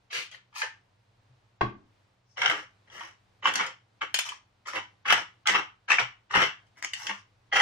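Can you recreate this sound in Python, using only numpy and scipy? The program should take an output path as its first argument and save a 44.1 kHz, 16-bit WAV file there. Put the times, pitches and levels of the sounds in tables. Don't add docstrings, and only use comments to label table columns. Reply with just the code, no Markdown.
import sys
import numpy as np
from scipy import signal
from scipy.fft import rfft, irfft, next_fast_len
from scipy.io import wavfile
from scipy.ndimage import uniform_filter1d, map_coordinates

SR = 44100
rng = np.random.default_rng(int(sys.argv[2]) if len(sys.argv) > 2 else 0)


def master_out(mix):
    frames = np.transpose(np.atleast_2d(mix))
    ceiling = np.clip(frames, -1, 1)
    pcm = np.round(ceiling * 32767).astype(np.int16)
    wavfile.write(sys.argv[1], SR, pcm)


def voltage_ratio(level):
    return 10 ** (np.asarray(level, float) / 20)


N = 335683


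def unit(x):
    return x / np.sqrt(np.mean(x ** 2) + 1e-20)


def along(points, hz):
    f, v = np.transpose(points)
    return np.interp(np.log(hz + 1), np.log(f + 1), v)


def add(line, s, piece):
    spot = line[..., round(s * SR):][..., :piece.shape[-1]]
    spot += piece[..., :spot.shape[-1]]


def filtered(x, response):
    m = next_fast_len(x.shape[-1] + SR // 2)
    spectrum = rfft(x, m) * response(np.fft.rfftfreq(m, 1 / SR))
    return irfft(spectrum, m)[..., :x.shape[-1]]


def ringing(x, body, order):
    def shape(f):
        total = 0
        for k, (center_hz, width_hz, db) in enumerate(body):
            damping = 1j * f * width_hz
            mode = damping / (center_hz * center_hz - f * f + damping)
            total = total + (-1) ** k * voltage_ratio(db) * mode ** order
        return total

    power = np.mean(np.abs(shape(np.linspace(1, SR / 2, 4000))) ** 2)
    return filtered(x, shape) / np.sqrt(power)


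# frequency in Hz, level in dB rms.
HUM = [(50, -88), (100, -79.5), (120, -77.5), (185, -84), (15353, -103.5)]
# frequency in Hz, level in dB per Hz.
AIR = [(15, -53), (25, -12.5), (64, -20), (107, 0.5), (148, -20), (857, -19), (4210, -29.5), (15800, -51.5)]
# frequency in Hz, left-right likeness (1 = same).
ALIKE = [(60, 0.92), (180, 0.95), (550, 0.19), (1650, 0.077), (4970, 0.41), (15000, -0.12)]


def fridge():
    air_db = -71
    t = np.arange(N) / SR

    def sway(rate_hz):
        return map_coordinates(rng.standard_normal(int(N * rate_hz / SR) + 4), [t * rate_hz])

    lines = np.zeros(N)
    for hz, db in HUM:
        lines += voltage_ratio(db + 3 + 2.2 * sway(7)) * np.sin(2 * np.pi * hz * t + .7 * sway(6))

    def mid_side(hz):
        turn = np.arccos(np.clip(along(ALIKE, hz), -1, 1)) / 2
        return voltage_ratio(along(AIR, hz)) * np.array([np.cos(turn), np.sin(turn)])

    mid, side = filtered(rng.standard_normal((2, N)), mid_side)
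    air = np.array([mid + side, mid - side])
    above_bass = filtered(air, lambda hz: hz > 250)
    return lines + voltage_ratio(air_db + 1.4 * sway(4.5)) * air / np.std(above_bass)


# frequency in Hz, level in dB per Hz.
FIZZ = [(5000, -46), (7500, 0), (9000, 1.5), (12000, -4), (15400, -10.5), (16000, -32.5), (16500, -73)]


def sparkle(x):
    return filtered(x, lambda hz: voltage_ratio(along(FIZZ, hz) + 6.5))


BITE_S = [.009, .022, .03, .016]


def strokes(twists, layers):
    usual_db, climb_db, fade_db, fade_bend, let_go = -30, 15.5, 23, 1.44, 1.25
    power = np.zeros((4, N))
    over_db, per_effort, per_slip = np.transpose(layers)[..., None]
    for s, climb_s, fade_s, peak_db, slip_db in twists:
        t = np.arange(round((climb_s + let_go * fade_s) * SR)) / SR
        climb = climb_db * np.clip(1 - t / climb_s, 0, 1)
        sag = fade_db * np.clip((t - climb_s) / fade_s, 0, None) ** fade_bend
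        effort_db = peak_db - climb - sag
        level_db = usual_db + over_db + per_effort * (effort_db - usual_db) + per_slip * slip_db
        bite = np.clip(t / np.c_[BITE_S], 0, 1) ** 2
        add(power, s, (voltage_ratio(level_db) * bite) ** 2)
    return np.sqrt(power)


def grit(per_s, spread_db, life_s):
    chance, size = rng.random((2, N))
    size_db = -spread_db * np.log(size + 1e-9).clip(-3.2)
    starts = (chance < per_s / SR) * voltage_ratio(size_db)
    return unit(signal.lfilter([1], [1, -voltage_ratio(-60 / (life_s * SR))], starts))


# frequency in Hz, width in Hz, level in dB.
HANDLE = [(120, 67, -7.5), (200, 110, -9), (320, 80, -2), (408, 62, 0), (513, 71, 3), (650, 160, -0.5)]


def mill(twists, layers, cracks, body, burr, per_s, spread_db, life_s, rasp_db):
    rasp_db_per_octave = 7
    crush, rasp, fizz, knock = strokes(twists, layers) * grit(per_s, spread_db, life_s)
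    own, kick = np.zeros((2, N))
    t = np.arange(SR // 25) / SR
    give = 1 - np.exp(-(t / .0012) ** 2)
    for s, db, hz in cracks:
        burr_db = db + rasp_db + rasp_db_per_octave * np.log2(hz / 2000)
        note = np.sin(2 * np.pi * hz * t)
        add(crush, s, give * voltage_ratio(db + 1.5 - 60 * t / 0.0073))
        add(kick, s + .0012, voltage_ratio(db - 3.0) * np.array([1, -1]))
        add(rasp, s, give * voltage_ratio(burr_db - 60 * t / 0.012))
        add(own, s, give * voltage_ratio(db + 2.5 - 60 * t / 0.012) * note)
    crush, rasp, fizz, knock = [crush, rasp, fizz, knock] * rng.standard_normal((4, N))
    wood = own + ringing(crush + kick, body, order=2)
    wood = filtered(wood, lambda f: 1 / (1 + 1j * f / 6000) ** 2)
    metal = filtered(ringing(rasp, burr, order=2), lambda f: 1 / (1 + 1j * f / 11000) ** 2)
    return wood + metal + sparkle(fizz) + ringing(knock, HANDLE, order=2)


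# start in s, climb in s, fade in s, peak effort in dB,
# slip in dB (burrs rubbing with little to crush).
SALT_TWISTS = [
    (.096, 0.062, 0.099, -33, -0.6),
    (.308, 0.013, 0.063, -46.5, -4),
]
# dB over usual effort, dB per dB of effort, dB per dB of slip.
SALT_LAYERS = [
    (2.55, 1.01, 0),
    (-5, 0.95, 1.32),
    (-18, 0.88, 1.4),
    (-18.5, 1.1, -2),
]
# start in s, peak in dB, pitch in Hz.
SALT_CRACKS = [(0.108, -37.5, 3040), (0.128, -23, 1650), (0.138, -48.5, 3100), (0.169, -34, 3020),
               (0.189, -43, 2640), (0.209, -48, 2140), (0.344, -33, 1810)]
# frequency in Hz, width in Hz, level in dB.
SALT_BODY = [(1390, 1200, -3), (2245, 470, 4.5), (2960, 1020, 3), (4460, 1200, -2)]
# frequency in Hz, width in Hz, level in dB.
SALT_BURR = [(3880, 1700, 0.5), (5030, 4100, -1.5), (6430, 2200, 3), (7350, 1700, -30)]


def salt_mill():
    return mill(SALT_TWISTS, SALT_LAYERS, SALT_CRACKS, SALT_BODY, SALT_BURR,
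                per_s=1900.0, spread_db=1.5, life_s=.03, rasp_db=-20)


# start in s, peak in dB, t60 in s, sparkle in dB over peak.
CAP_CLICKS = [(0.3132, -44, 0.042, -18), (3.537, -24, 0.015, -14), (3.5555, -14.5, 0.013, -18),
              (3.6635, -28, 0.027, -48), (4.1421, -12, 0.021, -14), (4.188, -15.5, 0.024, -11.5),
              (4.2883, -27.5, 0.02, -18), (5.4709, -9.5, 0.011, -21), (6.6671, -62, 0.022, -19.5),
              (6.788, -58, 0.024, -34), (6.8246, -20, 0.0064, -44), (6.846, -18.5, 0.007, -18),
              (6.9339, -24, 0.024, -19), (7.068, -20.5, 0.013, -29)]
# frequency in Hz, width in Hz, level in dB.
CAP = [(1810, 940, -1), (3090, 480, 3.5), (4600, 890, -1.5), (5320, 1600, -1.5), (6900, 1300, -5.5)]


def cap():
    blows = np.zeros((2, N))
    t = np.arange(SR // 20) / SR
    for s, db, t60_s, top_db in CAP_CLICKS:
        peaks_db = np.array([[db - 1.5], [db + top_db - 2]])
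        add(blows, s, voltage_ratio(peaks_db - 60 * t / np.clip(t60_s, .003, .08)))
    low, high = blows * rng.standard_normal((2, N))
    return ringing(low, CAP, order=1) + sparkle(high)


# start in s, climb in s, fade in s, peak effort in dB, slip in dB.
SALT_RETURN = [
    (.53, 0.071, 0.032, -40.5, 5),
    (.606, 0.0066, 0.072, -35.5, -2.5),
]
# start in s, peak in dB, pitch in Hz.
RETURN_CRACKS = [(0.527, -41, 1160), (0.556, -26, 2700), (0.561, -24, 1100), (0.617, -12.5, 1604),
                 (0.651, -29, 1710)]
# frequency in Hz, width in Hz, level in dB.
RETURN_BODY = [(890, 230, 2.5), (1330, 200, -1.5), (1740, 120, 7.5), (2310, 1400, -0.5), (3220, 890, -5.5)]


def salt_return():
    return mill(SALT_RETURN, SALT_LAYERS, RETURN_CRACKS, RETURN_BODY, SALT_BURR,
                per_s=1700.0, spread_db=5.0, life_s=0.0035, rasp_db=-11)


def swells(table):
    out = np.zeros(N)
    t = np.arange(SR // 2) / SR
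    for s, hz, db, rise_s, t60_s in table:
        rise = 1 - np.exp(-(t / rise_s) ** 2)
        add(out, s, voltage_ratio(db + 8.5 - 60 * t / t60_s) * rise * np.sin(2 * np.pi * hz * t))
    return out


# start in s, frequency in Hz, level in dB, rise in s, t60 in s.
SHAFT = [
    (.558, 890, -45.5, 0.0027, 0.07),
    (.62, 890, -47, 0.013, 0.25),
    (.635, 1785, -45, .012, 0.27),
]


def shaft():
    return swells(SHAFT)


# start in s, frequency in Hz, level in dB, rise in s, t60 in s.
BOOMS = [(1.286, 127, -58.5, .02, 0.33), (1.611, 119.8, -26.5, .03, 0.21), (1.62, 203.3, -37.5, .03, 0.27),
         (1.62, 320, -44, .03, 0.16), (3.01, 333, -60, .03, 0.23), (3.53, 274, -45.5, 0.035, 0.23),
         (3.55, 188, -43, .04, 0.14), (5.101, 109, -51.5, .04, 0.33), (5.5, 195, -40.5, .04, 0.21),
         (6.001, 120, -41.5, .03, 0.2), (6.34, 190.7, -29, .04, 0.19), (6.421, 120, -56, .03, 0.093),
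         (7.081, 200, -38.5, .04, 0.17)]


def counter_booms():
    return swells(BOOMS)


# start in s, level in dB.
SET_DOWN = (1.6095, -2.1)
# frequency in Hz, level in dB, t60 in s.
FOOT = [(449, -16, 0.24), (726, -22.5, 0.26), (826, 8.5, 0.24), (937, 8, 0.19), (1116, 7, 0.57),
        (1420, 15.5, 0.092), (1584, -20, 0.19), (1800, -42, 0.4), (2600, -51, 0.32)]


def set_down():
    out = np.zeros(N)
    t = np.arange(SR // 2) / SR
    ring = np.zeros(len(t))
    for hz, db, t60_s in FOOT:
        ring += voltage_ratio(db - 60 * t / (0.039 * t60_s)) * np.sin(2 * np.pi * hz * t)

    def dull(f):
        return 1j * f / (80 + 1j * f) / (1 + 1j * f / 900) / (1 + 1j * f / 4500) ** 4

    grains = rng.standard_normal(len(t))
    crack = filtered(voltage_ratio(15.5 - 60 * t / 0.027) * grains, dull)
    crack = crack + sparkle(voltage_ratio(-33 - 60 * t / .012) * grains)
    shake = voltage_ratio(-27.0 - 60 * t / 0.46) * rng.standard_normal(len(t))
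    shudder = ringing(shake, [(220, 360, 0), (416, 140, -2)], order=2)
    start_s, blow_db = SET_DOWN
    contact = 1 - np.exp(-t / 0.0031)
    add(out, start_s, voltage_ratio(blow_db - 8.5) * (ring + crack + shudder) * contact)
    return out


# time in s, level in dB.
SLIDE = [
    (2.24, -93.5),
    (2.309, -72),
    (2.37, -76.5),
]


def palm():
    t = np.arange(N) / SR
    s, db = np.transpose(SLIDE)
    rub = voltage_ratio(np.interp(t, s, db, -200, -200)) * rng.standard_normal(N)
    return ringing(rub, [(5565, 1500, 0)], order=2)


# start in s, climb in s, fade in s, peak effort in dB, slip in dB.
PEPPER_TWISTS = [(2.358, 0.08, 0.16, -25.5, -1.5), (2.864, 0.01, .04, -60, -5),
                 (2.89, 0.13, 0.095, -45.5, 1), (3.418, 0.054, 0.051, -23.5, -3.5),
                 (3.535, .03, .03, -28, 5), (3.578, 0.013, 0.1, -28, -3.5),
                 (4.003, 0.0091, 0.037, -29.5, -5), (4.15, .005, 0.025, -43.5, 8),
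                 (4.225, .03, 0.096, -44, 8.5), (4.648, 0.0094, 0.15, -42.5, 7),
                 (4.72, 0.046, 0.029, -30.5, -3.5), (5.044, 0.054, 0.11, -19.5, 0.5),
                 (5.45, 0.044, 0.042, -22, 4), (5.52, 0.027, 0.068, -21.5, -3),
                 (5.874, 0.036, 0.058, -22, 3), (5.975, .009, .04, -18.5, 1.5),
                 (6.29, 0.025, 0.048, -41.5, 3), (6.325, 0.024, 0.095, -19.5, -4),
                 (6.37, 0.047, .06, -22, -0.5), (6.75, 0.039, 0.037, -59.5, 3),
                 (6.815, 0.022, 0.021, -42, 8.5), (6.94, .076, 0.16, -49, 10.5),
                 (7.04, .074, 0.012, -35, -5.5), (7.512, 0.027, .3, -20.5, 1)]
# dB over usual effort, dB per dB of effort, dB per dB of slip.
PEPPER_LAYERS = [
    (0.03, 0.93, 0.034),
    (-13, .7, .99),
    (-28.5, 0.69, 0.89),
    (-15.5, 0.73, -0.37),
]
# start in s, peak in dB, pitch in Hz.
PEPPER_CRACKS = [(2.511, -13.5, 1480), (2.416, -10, 3070), (2.43, -13, 1490), (2.458, -7.5, 2950),
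                 (2.496, -7, 2050), (3.008, -21, 1060), (3.454, -6, 1116), (3.596, -9.5, 1167),
                 (3.608, -11, 1473), (4.016, -11.5, 1323), (2.899, -41, 3280), (4.683, -19.5, 1390),
                 (4.767, -18, 1020), (5.083, -16, 1880), (5.1, -11, 1500), (5.123, -0.5, 2910),
                 (5.456, -20, 1390), (5.483, -9.5, 2043), (5.549, -8, 1226), (4.319, -27, 1050),
                 (5.902, -4.5, 2680), (5.916, -2.5, 2650), (5.983, -7, 2280), (6.308, -17.5, 1220),
                 (6.339, -7, 1253), (6.424, -11, 2970), (7.109, -21.5, 1105), (7.53, -26.5, 1290),
                 (7.559, -7.5, 2300), (7.599, -5.5, 2040)]
# frequency in Hz, width in Hz, level in dB.
PEPPER_BODY = [(824, 320, -6.5), (1290, 680, -2.5), (1650, 760, -1.5), (2050, 1000, -0.5), (2700, 120, -2),
               (2940, 420, -1)]
# frequency in Hz, width in Hz, level in dB.
BURR = [(3900, 860, -3), (4540, 530, -6), (5610, 1100, 5), (7350, 1600, -9)]


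def pepper_mill():
    return mill(PEPPER_TWISTS, PEPPER_LAYERS, PEPPER_CRACKS, PEPPER_BODY, BURR,
                per_s=1500., spread_db=5.5, life_s=.004, rasp_db=-18.5)


# frequency in Hz, t60 in s.
TILES = [(120, 0.41), (400, 0.073), (1000, 0.27), (3000, 0.26), (8000, 0.22), (14000, 0.068)]


def kitchen(x):
    step = SR // 8
    wet = np.zeros((2, N))
    for start in range(0, N, step):
        hz, t, z = signal.stft(rng.standard_normal((2, SR // 3)), SR, nperseg=128)
        close = voltage_ratio(8.0 - 60 * t / 0.015)
        tiles = voltage_ratio(-60 * t / along(TILES, hz)[:, None])
        tail = signal.istft(z * (close + tiles), SR, nperseg=128)[1]
        tail = tail / np.linalg.norm(tail[0])
        add(wet, (start + 30) / SR, signal.fftconvolve(x[None, start:start + step], tail, axes=1))
    side = filtered((wet[0] - wet[1]) / 2, lambda f: f ** 2 / (f ** 2 + 220 ** 2))
    return wet.mean(0) + side * [[1], [-1]]


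# frequency in Hz, left minus right in dB.
LEAN = [(300, 1), (700, -1), (1400, 0.5), (5000, 3.5), (9000, -2)]


def scene():
    near = salt_mill() + cap() + salt_return() + set_down() + palm() + pepper_mill()
    lag_s = 3.5 / SR
    ears = np.array([[1], [-1]])
    direct = filtered(near, lambda hz: np.exp(-1j * np.pi * hz * lag_s * ears))
    heard = voltage_ratio(-5.5) * direct + voltage_ratio(1.0) * kitchen(near) + shaft() + counter_booms()
    return filtered(heard, lambda hz: voltage_ratio(along(LEAN, hz) / 2 * ears)) + fridge()


# frequency in Hz, dB under the whole at which a band is dropped.
TREBLE_BANDS = [(7000, -52.5), (9000, -47), (11500, -44), (13000, -44), (15500, -46)]
# start in s, end in s, low edge in Hz, top edge in Hz.
BASS_GAPS = [(.11, .17, -9, 294), (0.559, .7, 150, 400), (0.566, 0.654, 2, 150), (4.22, 4.3, 170, 622),
             (6.964, 7.04, 248, 650)]


def thinned(dry):
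    top_hz, band_hz = 16300, 345
    follows, middling_db, waver_db = .9, -38, 4
    quiet_db = -108.5
    hz, t, z = signal.stft(dry, SR, nperseg=1024)
    power = np.mean(np.abs(z) ** 2, 0)
    keep = np.ones(z.shape[1:])
    whole = uniform_filter1d(power.sum(0), size=3) / voltage_ratio(2 * middling_db)
    for low_hz in np.arange(6900, top_hz, band_hz):
        band = (hz >= low_hz) & (hz < low_hz + band_hz)
        limit = voltage_ratio(2 * (middling_db + along(TREBLE_BANDS, low_hz))) * np.abs(whole) ** follows
        limit = limit + voltage_ratio(2 * quiet_db)
        waver = unit(uniform_filter1d(rng.standard_normal(len(t)), size=2))
        faint = power[band].sum(0) < limit * voltage_ratio(2 * waver_db * waver)
        keep[np.ix_(band, faint)] = voltage_ratio(-29.5)
    for start_s, end_s, low_hz, high_hz in BASS_GAPS:
        band = (hz >= low_hz) & (hz < high_hz)
        keep[np.ix_(band, (t > start_s) & (t < end_s))] = voltage_ratio(-51.5)
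    return signal.istft(z * keep * (hz < top_hz)[:, None], SR, nperseg=1024)[1][:, :N]


def roll_off(x):
    return signal.sosfilt(signal.butter(12, 16650, fs=SR, output="sos"), x)


def record(dry):
    mix = thinned(dry)
    return roll_off(mix)


dry = scene()
out = record(dry)
master_out(out)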